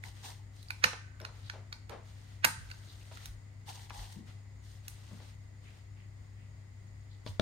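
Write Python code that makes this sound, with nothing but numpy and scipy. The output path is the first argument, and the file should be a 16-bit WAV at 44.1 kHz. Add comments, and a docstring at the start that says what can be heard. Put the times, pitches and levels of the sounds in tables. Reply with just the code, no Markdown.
"""On a sofa in a small room, over a mains hum and a faint hiss, a small dog's paper hat rustles.
Scissors click, then snip two plastic ties off a toy's backing card, at 0.8 s and 2.4 s: each tie
cracks, and the blades ring. Meanwhile the card is bumped and sleeves slide over jeans.
Hands and paws then thump the cushions, the scissors click on, and near 4 s the hat rustles again.
Last, cloth swishes as a rubber ring is held out, and at 7.3 s it is tossed down with a soft thud."""
import sys
import numpy as np
from scipy import signal
from scipy.fft import rfft, irfft, next_fast_len
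from scipy.io import wavfile

SR = 44100
rng = np.random.default_rng(int(sys.argv[2]) if len(sys.argv) > 2 else 0)


def put_to_file(sound):
    """Save the sound as 16-bit audio at rate SR, in the file named by the first command-line argument."""
    columns = np.atleast_2d(sound).T  # one column per channel
    safe = np.clip(columns, -1, 1)
    whole_steps = np.round(safe * 32767)
    wavfile.write(sys.argv[1], SR, whole_steps.astype(np.int16))


N = 327164
HIT_SIZE = 16384  # samples in one short sound
TIME, AGE = np.arange(N) / SR, np.arange(HIT_SIZE) / SR  # seconds into the scene, and into a hit
TOP_HZ, CUSHION_DECAY_S = 15800, 0.051

# mains hum and a weaker low drone: pitch_hz, level_db
HUM_TONES = [(99.95, -51), (130, -66)]
# tone colour of the room's still air: pitch_hz, gain_db
AIR_COLOUR = [(130, -26.5), (280, -28), (450, -34), (850, -36), (1400, -40.5), (2500, -47), (4000, -47),
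              (5000, -44), (6000, -52.5), (7200, -43), (8500, -48), (10500, -64), (15000, -58)]
# a narrow hiss and a faint whine: pitch_hz, width_hz, level_db
HISS_BANDS = [(2000, 170, -71), (6740, 42, -79)]
# the room's echo (a fade is the time to drop by 60 dB): pitch_hz, fade_s, gain_db
ROOM_ECHO = [(200, 0.24, -3), (380, 0.2, -9), (822, 0.26, -1), (1750, 0.53, -13), (4000, 0.41, -10),
             (8660, 0.38, -3), (14700, 0.089, -18.5)]
# tone colour of the rustling hiss, with a deep dip near 11 kHz: pitch_hz, gain_db
RUSTLE_COLOUR = [(200, -2), (600, 0.5), (1300, -2.5), (1800, 3.5), (2300, -12.5), (2900, 4), (4000, 5),
                 (6500, 1), (9000, 2.5), (11000, -20.5), (13000, -3), (15500, -16.5)]
# the hat rubs as the dog turns and a hand sets it straight: start_s, length_s, level_db
PAPER_RUBS = [(0.02, 0.034, -52), (0.225, 0.033, -44.5), (3.655, 0.047, -49.5), (3.72, 0.12, -57.5),
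              (3.91, 0.074, -53), (3.96, 0.084, -52.5), (4.08, 0.024, -52)]
# hollow notes of the hat's paper cone, compared with its hiss: low_hz, high_hz, gain_db
HAT_BANDS = [(726, 983, -4.5), (1750, 2200, -13.5), (2700, 3650, -14)]
# hands and sleeves slide over card and jeans: start_s, length_s, hiss_db, fabric_db
SLEEVE_SLIDES = [(0.13, 0.13, -62, -63.5), (0.513, 0.43, -66, -94), (1.32, 0.2, -67, -65),
                 (2.018, 0.34, -67.5, -68.5), (2.56, 0.53, -62.5, -69.5), (3.084, 0.19, -58.5, -62.5),
                 (4.25, 0.035, -62.5, -58.5), (4.61, 0.14, -63, -86), (4.816, 0.48, -64.5, -67),
                 (5.607, 0.19, -71.5, -69), (7.244, 0.025, -53, -64)]
# cloth swishes as the ring is held out: start_s, length_s, level_db
CLOTH_SWISHES = [(5.64, 0.022, -58), (5.95, 0.054, -65.5), (6.36, 0.072, -69)]
# dull knocks on card and hat: start_s, level_db, decay_s, left_minus_right_db
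CARD_KNOCKS = [(0.931, -39, 0.0053, -4), (1.206, -43, 0.075, 6), (1.535, -43.5, 0.047, 5),
               (1.897, -41.5, 0.056, -10), (1.919, -41.5, 0.043, 13), (3.113, -50, 0.011, -6),
               (3.905, -43, 0.0047, 8), (5.111, -54, 0.041, 5), (5.201, -52, 0.023, 6)]
# hands and paws press into the cushions: start_s, level_db, pitch_hz
CUSHION_THUMPS = [(2.572, -34, 80), (3.271, -36.5, 60.7), (3.963, -35, 73.6), (4.156, -38.5, 227),
                  (5.109, -42.5, 200)]
# the rubber ring is let go, then lands: start_s, thump_db, contact_s
RUBBER_HITS = [(7.2639, -38, 0.002), (7.271, -31.5, 0.0089), (7.396, -31, 0.0017), (7.3974, -26.5, 0.0013)]
# the rubber's very short tones, compared with its slap: pitch_hz, gain_db, decay_s
RUBBER_TONES = [(277, 2.5, 0.00085), (980, -3.5, 0.0016), (3340, -10, 0.00052)]
# the blades scrape as they move: start_s, length_s, level_db
BLADE_SCRAPES = [(0.565, 0.035, -66), (1.425, 0.02, -56), (2.862, 0.024, -57), (5.19, 0.034, -63),
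                 (7.09, 0.015, -63)]
# light clicks of blades, pivot and plastic: start_s, base_db, pitch_hz, tone_gain_db, treble_gain_db
SCISSOR_CLICKS = [(0.038, -47, 2050, 7.5, -11), (0.6285, -67.5, 4000, 16, 11), (0.685, -64, 4750, 17, -6),
                  (0.705, -34, 2400, 1.5, -13), (1.201, -50.5, 1490, 5, -7.5),
                  (1.215, -57.5, 5370, 8.5, -7), (1.25, -35.5, 1310, -4.5, -26),
                  (1.4983, -35, 1780, -7, -28), (1.727, -37, 4380, -1.5, -19),
                  (1.895, -47.5, 1480, 2.5, -6), (2.702, -52, 2180, -2, -11), (2.714, -41, 1560, -1.5, -21),
                  (3.172, -49.5, 1400, 3.5, -11), (3.2571, -43.5, 3870, -5, -1),
                  (3.898, -46.5, 2600, -4, -11.5), (4.125, -61, 5670, -8, 5),
                  (4.8813, -44.5, 2700, -0.5, 4)]
# short tones of clicking steel, muffled by the hand: pitch_hz, gain_db, fade_s
CLICK_TONES = [(870, -17, 0.016), (1490, -9, 0.024), (2250, -11, 0.014), (2700, -16, 0.012),
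               (4150, -11.5, 0.011), (4750, -15, 0.011)]
# tone colour of a crack on the card: pitch_hz, gain_db
CRACK_COLOUR = [(380, -31), (700, -8.5), (1080, -3.5), (1400, 1.5), (2200, 0), (3200, -8), (4200, -8.5),
                (5600, -6.5), (7600, -9.5), (8800, -5), (11300, -13.5), (13500, -3), (16000, -19)]
# scissors and card ring with each crack: pitch_hz, gain_db, fade_s
CRACK_TONES = [(505, -17.5, 0.055), (888, -12.5, 0.07), (1220, -17, 0.045), (1394, -13.5, 0.025),
               (1830, -12, 0.06), (2110, -13, 0.03), (2650, -18, 0.03), (2920, -16, 0.045),
               (4040, -19, 0.02), (4770, -17.5, 0.022), (6250, -23, 0.035)]
# the blades ring on after a snip: pitch_hz, gain_db, fade_s
BLADE_TONES = [(1455, -25, 0.8), (1502, -22.5, 1.1), (1534, -22, 1.1), (1590, -24, 0.8), (1815, -23, 0.45)]
# the scissors close on a tie, which snaps:
# start_s, base_db, closing_s, snap_gain_db, snap_pitch_hz, snap_treble_gain_db, ring_gain_db
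TIE_SNIPS = [(0.8391, -25, 0.0034, 3, 4040, -11, 1), (2.4441, -24.5, 0.0063, -1.5, 4840, 5.5, -8)]
# the left microphone is shaded from the scissors: pitch_hz, left_minus_right_db
LEFT_SHADE = [(200, 6), (600, -3), (1000, -8), (2000, -9.5), (4000, -2.5), (9000, 3)]


def undb(db):
    """Turn decibels into a number to multiply by."""
    return 10 ** (np.asarray(db) / 20)


def level(x, db):
    """Set the average (rms) level of a steady sound."""
    return x * undb(db) / np.sqrt(np.mean(x ** 2))


def hit_level(x, db):
    """Give a hit the energy of 4 ms of steady sound at this level."""
    return x * undb(db) * np.sqrt(.004 * SR / np.sum(x ** 2))


def band(x, low_hz, high_hz, order=2):
    """Keep what lies between two pitches; a higher order cuts more sharply."""
    edges_hz = [low_hz, min(high_hz, SR / 2 - 1)]
    return signal.sosfilt(signal.butter(order, edges_hz, "band", fs=SR, output="sos"), x)


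def colour(x, points):
    """Turn pitches up or down along a curve of (pitch_hz, gain_db) points."""
    size = 2 * next_fast_len(x.shape[-1] // 2 + 1)
    hz, db = np.transpose(points)
    curve_db = np.interp(np.log(np.fft.rfftfreq(size, 1 / SR) + 1), np.log(hz), db)
    cepstrum = irfft(np.log(undb(curve_db)))
    # fold the filter in time so that nothing sounds before its cause
    cepstrum[1:size // 2] *= 2
    cepstrum[size // 2 + 1:] = 0
    return irfft(rfft(x, size) * np.exp(rfft(cepstrum)))[..., :x.shape[-1]]


def pan(x, db):
    """Make the left side this many decibels louder than the right."""
    return x * undb(np.array([[db], [-db]]) / 2)


def stereo_noise(likeness):
    """Left and right noise: unrelated at likeness 0, the same at 1."""
    mid, side = rng.standard_normal((2, N))
    return np.sqrt((1 + likeness) / 2) * mid + np.sqrt((1 - likeness) / 2) * side * np.array([[1], [-1]])


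def wander(rate_hz):
    """Glide from one random value to the next, mostly between -1 and 1."""
    values = rng.standard_normal(HIT_SIZE)
    return np.interp(TIME * rate_hz, np.arange(len(values)), values)


def burst(decay_s, rise_s=0):
    """A puff of noise that builds up and dies away."""
    onset = np.minimum((AGE + 1 / SR) / (rise_s + 1 / SR), 1)
    return rng.standard_normal(HIT_SIZE) * np.exp(-AGE / decay_s) * onset


def tone(hz, decay_s):
    """One pure note that dies away."""
    return np.sin(2 * np.pi * hz * AGE) * np.exp(-AGE / decay_s)


def ringing(tones, scatter_db=0.5):
    """Each hit wakes an object's tones a little differently; neighbouring tones swing opposite ways."""
    chance_db = scatter_db * rng.standard_normal(len(tones))
    return sum((-1) ** k * hit_level(tone(hz, fade_s / np.log(1000)), db + chance_db[k])
               for k, (hz, db, fade_s) in enumerate(tones))


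def add(out, start_s, x):
    """Mix a hit in at its time."""
    i = int(start_s * SR)
    out[:, max(i, 0):i + x.shape[-1]] += x[..., max(-i, 0):N - i]


def background():
    """A wavering mains hum, a low rumble and a wide, faint hiss."""
    hum = sum(undb(db) * np.sqrt(2) * np.sin(2 * np.pi * hz * TIME) for hz, db in HUM_TONES)
    hum *= undb(1.9 * wander(31))
    low_noise = band(stereo_noise(1.0), 50, 77.7, order=1)
    rumble = level(band(low_noise, 22, 250, order=3), db=-57)
    air = band(colour(stereo_noise(0.024), AIR_COLOUR), 120, TOP_HZ)
    air = level(air, db=-64.5) * undb(.5 * wander(16))
    hiss = sum(level(band(stereo_noise(0.041), hz - width / 2, hz + width / 2, order=1), db)
               for hz, width, db in HISS_BANDS)
    return pan(hum + rumble, 4.0) + pan(air + hiss, 1.0)


def room(x, build_s=0.0024, early_db=-11, early_s=0.028, linger_db=-26, linger_hz=1570, linger_s=0.41):
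    """Near surfaces answer first, then a wash of echo; the top treble dies soonest, one band lingers."""
    hz, fade_s, db = np.transpose(ROOM_ECHO)
    # cut noise into pitches and let each fade at its own speed
    pitches, times, cells = signal.stft(rng.standard_normal((2, 2 * HIT_SIZE)), SR, nperseg=256)
    fall = np.log(1000) / np.interp(pitches, hz, fade_s)[:, None]
    gain = undb(np.interp(pitches, hz, db))[:, None] * np.sqrt(2 * fall / SR)
    tail = signal.istft(cells * gain * np.exp(-fall * times), SR)[1]
    age = np.arange(tail.shape[1]) / SR
    early, late = rng.standard_normal((2,) + tail.shape)
    early = early * np.exp(-age / early_s) * undb(early_db) * np.sqrt(2 / early_s / SR)
    late = band(late, linger_hz / 2.8, linger_hz)
    late = late * np.exp(-age / linger_s) * undb(linger_db) * np.sqrt(2 / linger_s / SR)
    response = (tail + early + late) * (1 - np.exp(-(age / build_s) ** 2))
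    return signal.fftconvolve(x.mean(axis=0)[None], response, axes=1)[:, :N]


def rub_strength(rubs, attack_s=0.04, release_s=0.05):
    """Each rub swells and dies away; overlapping rubs add their power."""
    power = np.zeros(N)
    for start_s, length_s, db in rubs:
        attack = np.clip((TIME - start_s) / attack_s, 0, 1)
        release = np.exp(-np.maximum(TIME - start_s - length_s, 0) / release_s)
        power += (undb(db) * attack * release) ** 2
    return np.sqrt(power)


def friction(rubs, low_hz, high_hz, grain_db=3.0):
    """Grainy rubbing in one narrow band of pitches."""
    grainy = stereo_noise(0.14) * undb(grain_db * wander(300))
    return level(band(grainy, low_hz, high_hz), 0) * rub_strength(rubs)


def crackles(bands=4, ticks_per_s=110, spread_db=3):
    """Scattered tiny ticks of unequal size, some higher and some lower."""
    out = 0
    for hz in np.geomspace(2400, 6000, bands):
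        sizes = undb(spread_db * np.clip(rng.standard_normal(N), -2, 2))
        kicks = (rng.random(N) < ticks_per_s / bands / SR) * sizes
        ticks = signal.fftconvolve(kicks, burst(0.0012))[:N]
        out = out + level(band(ticks, hz / 1.5, hz * 1.5, order=3), 0)
    return level(out, db=-8)


def rustle(jerk_db=1.23):
    """Paper and cloth catch and slip; the cone of the hat adds a hollow note and a rasp."""
    on_hat = rub_strength(PAPER_RUBS)
    on_card = rub_strength([(start_s, length_s, db) for start_s, length_s, db, _ in SLEEVE_SLIDES])
    on_fabric = rub_strength([(start_s, length_s, db) for start_s, length_s, _, db in SLEEVE_SLIDES])
    catch = undb(jerk_db * wander(70))
    hiss = level(colour(stereo_noise(0.04) * catch, RUSTLE_COLOUR), 0)
    hiss = level(hiss + crackles(), 0)
    # the cone's notes come and go as the fingers move over it
    hat = sum(level(band(stereo_noise(0.071) * catch * undb(3.5 * wander(45)), low_hz, high_hz), db)
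              for low_hz, high_hz, db in HAT_BANDS)
    fabric = level(band(stereo_noise(0.076) * catch, 440, 4000), 0)
    return pan(hiss * np.hypot(on_hat, on_card) + hat * on_hat + fabric * on_fabric, 1.2)


def knock(db, hz, decay_s, spread=1.53):
    """A dull knock: a puff of noise spread widely around one pitch."""
    body = band(burst(decay_s), hz / spread, hz * spread, order=1)
    return hit_level(band(body, 120, 4720), db)


def thump(db, hz, decay_s):
    """A soft, low blow, a little to the left."""
    body = band(burst(decay_s), hz / 1.6, hz * 1.264, order=3)
    return pan(hit_level(body, db), 4.5)


def handling():
    """Card and hat are bumped, the freed card springs back after each snip, the cushions are pressed."""
    out = np.zeros((2, N))
    for start_s, db, decay_s, pan_db in CARD_KNOCKS:
        hz = 704 * (decay_s / .01) ** -0.17  # a softer contact lasts longer and sounds lower
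        add(out, start_s, pan(knock(db, hz, decay_s), pan_db))
    for start_s, db, *_ in TIE_SNIPS:
        add(out, start_s + 0.0037, thump(db - 14.5, hz=204.5, decay_s=0.0255))
    for start_s, db, hz in CUSHION_THUMPS:
        add(out, start_s, thump(db, hz, CUSHION_DECAY_S))
    return out


def rubber_ring(scuff_hz=3620, scuff_spread=1.34, sink_lag_s=0.0022):
    """Each contact slaps the rubber, scuffs the fabric and sinks into the cushion."""
    out = np.zeros((2, N))
    for start_s, db, contact_s in RUBBER_HITS:
        slap_db = db - 21 + 6 * np.log2(.01 / contact_s)  # a shorter contact slaps harder
        tones = sum(hit_level(tone(hz, decay_s), slap_db + gain_db)
                    for hz, gain_db, decay_s in RUBBER_TONES)
        slap = knock(slap_db, hz=543, decay_s=contact_s, spread=1.44)
        add(out, start_s, pan(slap + tones, 10))
        slips = burst(contact_s, rise_s=contact_s / 2)
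        scuff = band(slips, scuff_hz / scuff_spread, scuff_hz * scuff_spread, order=3)
        add(out, start_s, pan(hit_level(scuff, db - 15), -8))
        add(out, start_s + sink_lag_s, thump(db, hz=103, decay_s=0.027))
    return out


def from_right(x, left_lag_s=0.0003017):
    """Sound from the right reaches the left microphone later, with weaker middle pitches."""
    delayed = np.interp(TIME - left_lag_s, TIME, x[0])
    left = colour(delayed, [(hz, db / 2) for hz, db in LEFT_SHADE])
    right = colour(x[1], [(hz, -db / 2) for hz, db in LEFT_SHADE])
    return np.array([left, right])


def swell(db, rise_s):
    """A faint puff of noise swells just before each crack and click."""
    rising = burst(rise_s)[::-1]
    return hit_level(band(colour(rising, CRACK_COLOUR), 820, 4500), db)


def click(db, hz, tone_db, treble_db, decay_s=0.0021, rise_s=0.0006, split_hz=5300):
    """A gritty contact rings the hand-held steel; the part that is hit adds its own short tone."""
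    grit = hit_level(band(burst(decay_s, rise_s), 1200, split_hz), -7)
    edge = hit_level(band(burst(decay_s / 2, rise_s), split_hz, TOP_HZ), treble_db)
    ring = ringing(CLICK_TONES, scatter_db=3.0) + hit_level(tone(hz, decay_s=0.0014), tone_db)
    return undb(db) * (grit + edge + ring * (1 - np.exp(-AGE / rise_s)))


def crack(db, hz, treble_db, body_db=3.0, crackle_s=0.0022, split_hz=5500):
    """A sudden release and its crackle: the card gives the body, the breaking edge the treble."""
    push = hit_level(1. * (AGE == 0), 0) + hit_level(burst(crackle_s), 11)
    body = hit_level(band(colour(push, CRACK_COLOUR), 420, split_hz, order=3), body_db)
    ping = hit_level(tone(hz, decay_s=0.00098), -5)
    edge = band(colour(burst(crackle_s), CRACK_COLOUR), split_hz, TOP_HZ, order=3)
    return undb(db) * (body + ping + hit_level(edge, treble_db) + undb(body_db) * ringing(CRACK_TONES))


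def scissors(blade_hz=1730, parting_share=0.52):
    """Each snip is three cracks and a ring of steel; the scissors also click as they are handled."""
    out = np.zeros((2, N))
    lead_s = HIT_SIZE / SR  # a swell starts this early, so it ends on its hit
    for start_s, db, closing_s, snap_db, snap_hz, treble_db, ring_db in TIE_SNIPS:
        blades_bite = (start_s, db, blade_hz, -27)
        tie_parts = (start_s + parting_share * closing_s, db + snap_db, snap_hz, treble_db)
        blades_shut = (start_s + closing_s, db + 0.06, blade_hz, -13.5)
        for at_s, crack_db, hz, edge_db in (blades_bite, tie_parts, blades_shut):
            add(out, at_s - lead_s, swell(crack_db - 13, rise_s=0.006))
            add(out, at_s, crack(crack_db, hz, edge_db))
        add(out, start_s + closing_s, undb(db + ring_db) * ringing(BLADE_TONES))
    for start_s, db, hz, tone_db, treble_db in SCISSOR_CLICKS:
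        add(out, start_s - lead_s, swell(db - 12, rise_s=0.002))
        add(out, start_s, click(db + 1.5, hz, tone_db, treble_db))
    return out


def scene(directions=3):
    """Mix everything on the sofa with the room's echo and the background."""
    snips = scissors()
    knocks = handling() + rubber_ring()
    # a crack sends a different sound towards each wall, so its echo is smoother than the direct sound
    beams = [snips] + [scissors() for _ in range(directions - 1)]
    echo = sum(room(beam + knocks) for beam in beams) / np.sqrt(directions)
    scrapes = friction(BLADE_SCRAPES, low_hz=3380, high_hz=4670)
    swishes = friction(CLOTH_SWISHES, low_hz=1700, high_hz=2920)
    return from_right(snips) + knocks + echo + scrapes + swishes + rustle() + background()


def record(dry):
    """The whole sound has a narrow dip in the treble, and the very top is cut off."""
    dipped = signal.lfilter(*signal.iirnotch(7650, 14, SR), dry)
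    return signal.sosfilt(signal.ellip(8, .2, 70, TOP_HZ, fs=SR, output="sos"), dipped)


dry = scene()
out = record(dry)
put_to_file(out)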